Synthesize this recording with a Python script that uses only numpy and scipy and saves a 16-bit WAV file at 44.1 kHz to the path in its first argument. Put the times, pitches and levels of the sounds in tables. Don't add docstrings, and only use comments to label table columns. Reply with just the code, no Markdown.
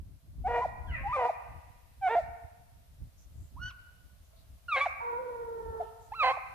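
import sys
import numpy as np
from scipy import signal
from scipy.fft import rfft, irfft
from scipy.io import wavfile

SR = 44100
rng = np.random.default_rng(int(sys.argv[2]) if len(sys.argv) > 2 else 0)


def wrap_up_sound(samples):
    columns = np.atleast_2d(samples).T
    tamed = np.clip(columns, -1, 1)
    steps = np.round(tamed * 32767).astype(np.int16)
    wavfile.write(sys.argv[1], SR, steps)


N = 288414
EDGE_HZ = 14500


def gain_of(db):
    return 10 ** (np.asarray(db) / 20)


def unit_rms(x):
    return x / np.sqrt(np.mean(abs(x) ** 2) + 1e-20)


def value_at(points, hz):
    f, value = np.transpose(points)
    return np.interp(np.log(hz + 1), np.log(f + 1), value)


def add(mix, start_s, sound):
    part = mix[..., max(round(start_s * SR), 0):][..., :sound.shape[-1]]
    part += sound[..., :part.shape[-1]]


def placed(start_s, sound):
    track = np.zeros(N)
    add(track, start_s, sound)
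    return track


def flutter(shape, hz):
    white = rng.standard_normal(shape) + 1j * rng.standard_normal(shape)
    return unit_rms(signal.sosfilt(signal.butter(2, hz, fs=SR, output="sos"), white))


def noise(spectrum):
    colour = gain_of(value_at(spectrum, np.fft.rfftfreq(N, 1 / SR)))
    return unit_rms(irfft(rfft(rng.standard_normal((2, N))) * colour, N))


def ports(x, lag_ms, pan_db):
    side, hz = np.array([[.5], [-.5]]), np.fft.rfftfreq(len(x), 1 / SR)
    delay = np.exp(-2j * np.pi * hz * side * lag_ms / 1000)
    return irfft(rfft(x) * delay, len(x)) * gain_of(pan_db * side)


def wind():
    # (start [s], length [s], relative level [dB])
    gusts = [(0.004, 0.011, -43.5), (0.042, 0.042, -43), (0.184, 0.055, -65), (0.348, 0.16, -39.5),
             (0.59, 0.19, -45), (0.816, 0.03, -59), (0.86, 0.25, -38), (1.471, 0.05, -47.5),
             (1.519, 0.023, -50), (2.215, 0.096, -47), (3.017, 0.032, -43), (3.355, 0.069, -44),
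             (3.555, 0.077, -43), (5.669, 0.029, -49)]
    # (frequency [Hz], relative density [dB])
    spectrum = [(15, -23.5), (28, -10), (48, -2.5), (68, 0), (110, -8), (160, -17.5), (210, -23),
                (300, -27.5), (450, -40.5), (1000, -50), (3000, -82)]
    spread, eddy_s = 0.41, 0.024
    t = np.arange(N) / SR
    puff_power = sum(gain_of(db + 1) ** 2 * np.exp(-((t - s - length / 2) / (spread * length + eddy_s)) ** 2)
                     for s, length, db in gusts)
    breeze = gain_of(-57 + 0.01 * t)
    bumps = gain_of(5.0 * flutter((2, N), 13).real)
    eddies = noise(spectrum) * bumps
    partly_shared = unit_rms(eddies + 0.21 * eddies[::-1])
    return np.sqrt(breeze ** 2 + puff_power) * partly_shared


def air():
    # (frequency [Hz], relative density [dB])
    spectrum = [(180, -41), (300, -28.5), (430, -14.5), (660, -7.5), (800, -15), (1400, -16), (1750, -18.5),
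                (4000, -19), (7500, -22), (14300, -19)]
    # (time [s], level [dB])
    drift = [(0, -70.5), (1.501, -67), (2.602, -68), (4.2, -67), (6.54, -65)]
    # (frequency [Hz], left minus right [dB])
    balance = [(2000, -1.5), (6000, -2.5), (8000, 3.5), (10500, 8), (12000, 2), (14000, 2)]
    tilt = gain_of(np.array([[.5], [-.5]]) * value_at(balance, np.fft.rfftfreq(N, 1 / SR)))
    level = gain_of(np.interp(np.arange(N) / SR, *np.transpose(drift)))
    return level * irfft(rfft(noise(spectrum)) * tilt, N)


def call_course(tune, break_s=0, mend_s=0, depth=0, rough=0, bright_db=0, widest=0.5):
    attack_db, attack_s, release_db, release_s = 20, 0.0064, 3, 0.0022
    ring_hz, ring_width_hz, ring_db = 731, 135, 10.5
    flip_s, deepen_s = .005, 0.024
    waver_s, waver_share = 0.0082, 0.26
    clean_rough, tired_rough, flip_rough = 0.0077, .12, 0.12
    s, hz, effort = np.transpose(tune)
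    t = np.linspace(s[0], s[-1], 200)
    hz, effort = np.interp(t, s, hz), np.interp(t, s, effort)
    along = (t - t[0]) / (t[-1] - t[0])
    effort -= attack_db * np.exp((t[0] - t) / attack_s) + release_db * np.exp((t - t[-1]) / release_s)
    fundamental_db = effort + ring_db / (1 + ((hz - ring_hz) / ring_width_hz) ** 2)
    overtones_db = effort + bright_db - 54 * (along - widest) ** 2
    in_break = (1 + np.tanh((t - break_s) / flip_s)) / 2 * (1 + np.tanh((mend_s - t) / flip_s)) / 2
    doublings = in_break * np.minimum(depth, 1 + np.maximum(t - break_s, 0) * rough / deepen_s)
    doublings = np.maximum(doublings, waver_share * min(depth, 1) * np.exp(-abs(t - break_s) / waver_s))
    flipping = np.sin(np.pi * in_break) ** 2
    roughness = clean_rough + tired_rough * along ** 2 + rough * in_break + flip_rough * flipping
    return np.transpose([t, hz, fundamental_db, overtones_db, doublings, roughness])


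def voice(course, tract, jitter, shimmer, count):
    s, *columns = np.transpose(course)
    t = np.arange(s[0], s[-1], 1 / SR)
    hz, low_db, overtones_db, doublings, rough = (np.interp(t, s, c) for c in columns)
    rough = np.clip(rough, 0, 1)
    hz = hz * (1 + jitter * (rough + 0.041) * flutter(len(t), 70).real)
    multiple = np.arange(1, count + 1)[:, None] / 4
    halves = np.clip(doublings, 0, 1) * np.where(multiple < 1, 1.05, .58)
    quarters = np.clip(doublings - 1, 0, 1) * np.where(multiple < 1, .7, .35)
    lines = np.where(multiple % 1 == 0, 1, np.where(multiple % .5 == 0, halves, quarters))
    smear = rough * (0.2 + 0.36 * multiple)
    colour = gain_of(value_at(tract, multiple * hz)) * (multiple * hz < EDGE_HZ)
    power = colour ** 2 * (lines ** 2 + smear ** 2)
    low = multiple[:, 0] < 1.4
    low_gain = gain_of(low_db) / np.sqrt(power[low].sum(0))
    overtone_gain = gain_of(overtones_db) / np.sqrt(power[~low].sum(0))
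    gain = np.where(low[:, None], low_gain, overtone_gain)
    cycles = np.cumsum(hz) / SR
    phase = 2 * np.pi * multiple * cycles - multiple ** 2
    partials = gain * colour * (lines + smear * flutter(colour.shape, 72)) * np.exp(1j * phase)
    fade = np.clip(np.minimum(t - t[0], t[-1] - t) / 0.005, 0, 1)
    return np.sqrt(2) * fade * (1 + shimmer * flutter(len(t), 35).real) * partials.sum(0).real


def scatter(x, t60_scale, build_s):
    # (frequency [Hz], T60 at t60_scale 1 [s])
    ring = [(400, 1.62), (1000, 1.8), (2400, 1.75), (3500, 3.2), (8000, 0.41)]
    # (frequency [Hz], relative gain [dB])
    colour = [(500, 0.5), (1500, 7), (2600, 7.5), (3200, -16.5), (4000, -5), (8000, -8.5)]
    count, slot = 3000, 22
    arrivals = np.arange(count) * slot + rng.integers(0, slot, (2, count))
    taps = np.zeros((2, arrivals.max() + 1))
    np.put_along_axis(taps, arrivals, rng.choice([-1., 1.], arrivals.shape), 1)
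    hz, t, bands = signal.stft(taps, SR, nperseg=256)
    t60 = t60_scale * value_at(ring, hz)[:, None]
    envelope = np.exp(-np.log(1000) * t / t60) * (1 - np.exp(-t / build_s))
    tail = signal.istft(bands * envelope * gain_of(value_at(colour, hz))[:, None], SR, nperseg=256)[1]
    tail /= np.sqrt(np.mean(abs(rfft(tail)[:, 600:3600]) ** 2))
    return signal.fftconvolve(x[None], tail, axes=1)[:, :N]


def near_hound():
    # (time [s], pitch [Hz], effort [dB])
    tunes = [
        [(.438, 713, -48), (.474, 766, -34), (.486, 978, -34), (.535, 934.6, -33.5), (.552, 956.6, -29.5),
         (.595, 943.7, -30.5), (.638, 1014, -32), (.652, 747, -40), (.664, 583, -30.5)],
        [(1.03, 790, -52.5), (1.07, 813, -36.5), (1.095, 980, -40.5), (1.124, 997, -34), (1.133, 1218, -29.5),
         (1.162, 1183, -24), (1.172, 1042, -31.5), (1.245, 943.4, -27.5), (1.262, 984, -25.5),
         (1.28, 1022, -37), (1.311, 535, -34.5)],
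        [(2.01, 799, -48.5), (2.045, 760, -35.5), (2.087, 721, -32), (2.091, 846, -37.5), (2.125, 924, -32.5),
         (2.152, 925.6, -29), (2.156, 688, -32.5), (2.183, 708, -31), (2.211, 598, -37)],
        [(4.681, 1429, -24.5), (4.71, 1341, -38.5), (4.728, 1218, -27.5), (4.77, 1067, -31),
         (4.802, 1063, -40.5), (4.814, 1152, -27.5), (4.853, 1157, -38), (4.864, 740, -33.5),
         (4.878, 620, -35.5)],
        [(5.795, 620, -38), (5.808, 733, -38), (5.834, 584, -48.5)],
        [(6.118, 828, -21.5), (6.131, 875, -41), (6.157, 1384, -45), (6.183, 1334, -46), (6.203, 1306, -24.5),
         (6.229, 1152, -27.5), (6.243, 1014, -27), (6.287, 1022, -25), (6.32, 1068, -27.5), (6.335, 1153, -39),
         (6.357, 1154, -46.5), (6.381, 593, -37.5)],
    ]
    # (break [s], mend [s], depth [doublings],
    # roughness [0-1], overtones over effort [dB], mouth widest [share of the bay],
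    # resonance shift [factor], treble gain [dB], lag of the left port [ms], left minus right [dB])
    bays = [(0.47, 0.611, 1.22, 0.2, -7.5, 0.44, 0.96, -9, -0.076, 0.4),
            (1.167, 1.277, 1.3, 0.18, -11.5, 0.56, 1.005, -3, -0.099, 0.16),
            (2.08, 2.169, 0.89, 0.12, -2, 0.37, 0.94, 4, -0.042, -1.9),
            (4.765, 4.806, 2.3, 0.29, 2.5, .55, 1.038, 6.5, 0.039, -0.32),
            (5.78, 5.792, 0, 0.11, -17, 0.41, 1.5, -5, 0.13, 0.76),
            (6.234, 6.314, 1.5, 0.27, -4, 0.43, 1.114, 10, 0.1, -3.1)]
    # (frequency [Hz], relative gain [dB])
    throat = [(250, -39.5), (370, -22.5), (480, 0), (740, 19.5), (1000, 2.5), (1400, -3.5), (1900, -5),
              (2400, -8), (2850, -17), (3250, -25.5), (3700, -24.5), (4250, -41), (5000, -62.5),
              (8000, -68.5)]
    # (frequency [Hz], relative density [dB])
    rasp_spectrum = [(2000, -27), (3500, 6), (4500, 2.5), (7000, -2.5), (9500, -6.5), (12000, -20.5),
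                     (14000, -33)]
    direct = np.zeros((2, N))
    for tune, (*manner, shift, treble_db, lag_ms, pan_db) in zip(tunes, bays):
        tract = [(hz * shift, db + treble_db * (hz > 3500)) for hz, db in throat]
        bay = voice(call_course(tune, *manner), tract, jitter=.1, shimmer=.22, count=32)
        add(direct, tune[0][0], ports(bay, lag_ms, pan_db))
    calls = direct[0]
    treble = signal.sosfilt(signal.butter(2, 1400, "highpass", fs=SR, output="sos"), calls)
    linger = np.exp(-1 / (.02 * SR))
    effort = np.sqrt(signal.lfilter([1 - linger], [1, -linger], treble ** 2))
    rasp = gain_of(-28) * effort * noise(rasp_spectrum)
    bushes = gain_of(-14.5) * scatter(calls, 0.46, 0.0013)
    wood = gain_of(-12.5) * scatter(calls, 0.63, 0.05)
    return gain_of(-1.31) * direct + rasp + bushes + wood


def unbroken(rows, rough):
    return [(*row, 0, rough) for row in rows]


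def far_hound():
    # (time [s], pitch [Hz], effort [dB])
    yelp_tune = [(.862, 1788, -61.5), (.92, 1348, -53.5), (.95, 1265, -51), (.98, 1102, -55.5),
                 (1.03, 1065, -63)]
    # (time [s], pitch [Hz], fundamental [dB], overtones [dB])
    bay_tune = [(4.25, 611.6, -87, -105), (4.32, 671, -65, -82), (4.4, 640, -87, -94)]
    howl_tune = [(5.0, 460.6, -80, -43.5), (5.04, 480.3, -49.5, -41.5), (5.1, 470.7, -46, -41),
                 (5.16, 477, -45.5, -43.5), (5.22, 512, -40.5, -53.5), (5.37, 468.8, -48, -50.5),
                 (5.56, 460.4, -45.5, -55.5), (5.78, 448.3, -46, -47.5), (5.85, 426.4, -54.5, -55)]
    # (frequency [Hz], relative gain [dB])
    bright = [(600, -1.5), (1300, -3.5), (1900, 9), (3200, -13.5), (4300, -29.5), (8000, -52)]
    dull = [(250, 8.5), (470, 10.5), (950, 9.5), (1420, -4), (1900, -14), (2350, -42), (2900, -33),
            (6000, -55)]
    course = call_course(yelp_tune, break_s=.915, mend_s=1.2, depth=1, rough=.1, bright_db=9)
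    yelp = voice(course, bright, jitter=0.18, shimmer=0.052, count=20)
    bay = voice(unbroken(bay_tune, rough=0.36), dull, jitter=0.066, shimmer=0.13, count=12)
    howl = voice(unbroken(howl_tune, rough=0.1), dull, jitter=0.14, shimmer=0.29, count=22)
    yelps = placed(yelp_tune[0][0], yelp) + placed(bay_tune[0][0], bay)
    howl = placed(howl_tune[0][0], howl)
    direct = gain_of(-6) * ports(yelps, lag_ms=.1, pan_db=0)
    direct += gain_of(4) * ports(howl, lag_ms=-0.43, pan_db=-2.5)
    yelp_echoes = gain_of(2) * scatter(yelps, .12, .003) + gain_of(1.5) * scatter(yelps, 0.94, 0.012)
    howl_echoes = scatter(howl, 0.28, 0.011) + gain_of(-0.5) * scatter(howl, 0.82, 0.021)
    return direct + yelp_echoes + howl_echoes


def leaves():
    # (start [s], length [s], band frequency [Hz], level [dB])
    rustles = [(3.155, 0.12, 6400, -71.5), (3.299, 0.25, 7490, -77), (4.209, 0.13, 6760, -80.5),
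               (4.345, 0.1, 4220, -74.5), (5.798, 0.13, 3040, -75), (5.994, 0.11, 7090, -73.5)]
    crackles_per_s = 2500
    out = np.zeros((2, N))
    for s, length, hz, db in rustles:
        n = round(length * SR)
        crackles = rng.standard_normal((2, n)) * (rng.random((2, n)) < crackles_per_s / SR)
        band = signal.butter(2, [hz * 0.86, hz * 1.08], "bandpass", fs=SR, output="sos")
        add(out, s, gain_of(db) * unit_rms(signal.sosfilt(band, crackles) * signal.windows.tukey(n, .7)))
    return out


def whining_hound():
    # (time [s], pitch [Hz], effort [dB])
    tune = [(3.561, 813, -51), (3.6, 1387, -60), (3.618, 1444, -43), (3.655, 1499, -45.5),
            (3.688, 1520, -50), (3.702, 1390, -54.5), (3.72, 940, -64)]
    # (frequency [Hz], relative gain [dB])
    nose = [(400, -15), (1500, -13.5), (3000, -0.5), (4500, -13.5), (6000, -12), (7500, -28), (14000, -57)]
    whine = voice(call_course(tune, widest=0.88), nose, jitter=0.16, shimmer=0.39, count=20)
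    whine = placed(tune[0][0], whine)
    echoes = gain_of(-7.5) * scatter(whine, 0.44, 0.13) + gain_of(-4.5) * scatter(whine, 0.063, 0.0044)
    return ports(whine, lag_ms=-0.04, pan_db=-3.0) + echoes


def scene():
    return near_hound() + whining_hound() + far_hound() + wind() + air() + leaves()


def record(dry):
    lowpass = signal.firwin(511, EDGE_HZ, window=("kaiser", 9), fs=SR)
    return signal.oaconvolve(dry, lowpass[None], "same")


dry = scene()
out = record(dry)
wrap_up_sound(out)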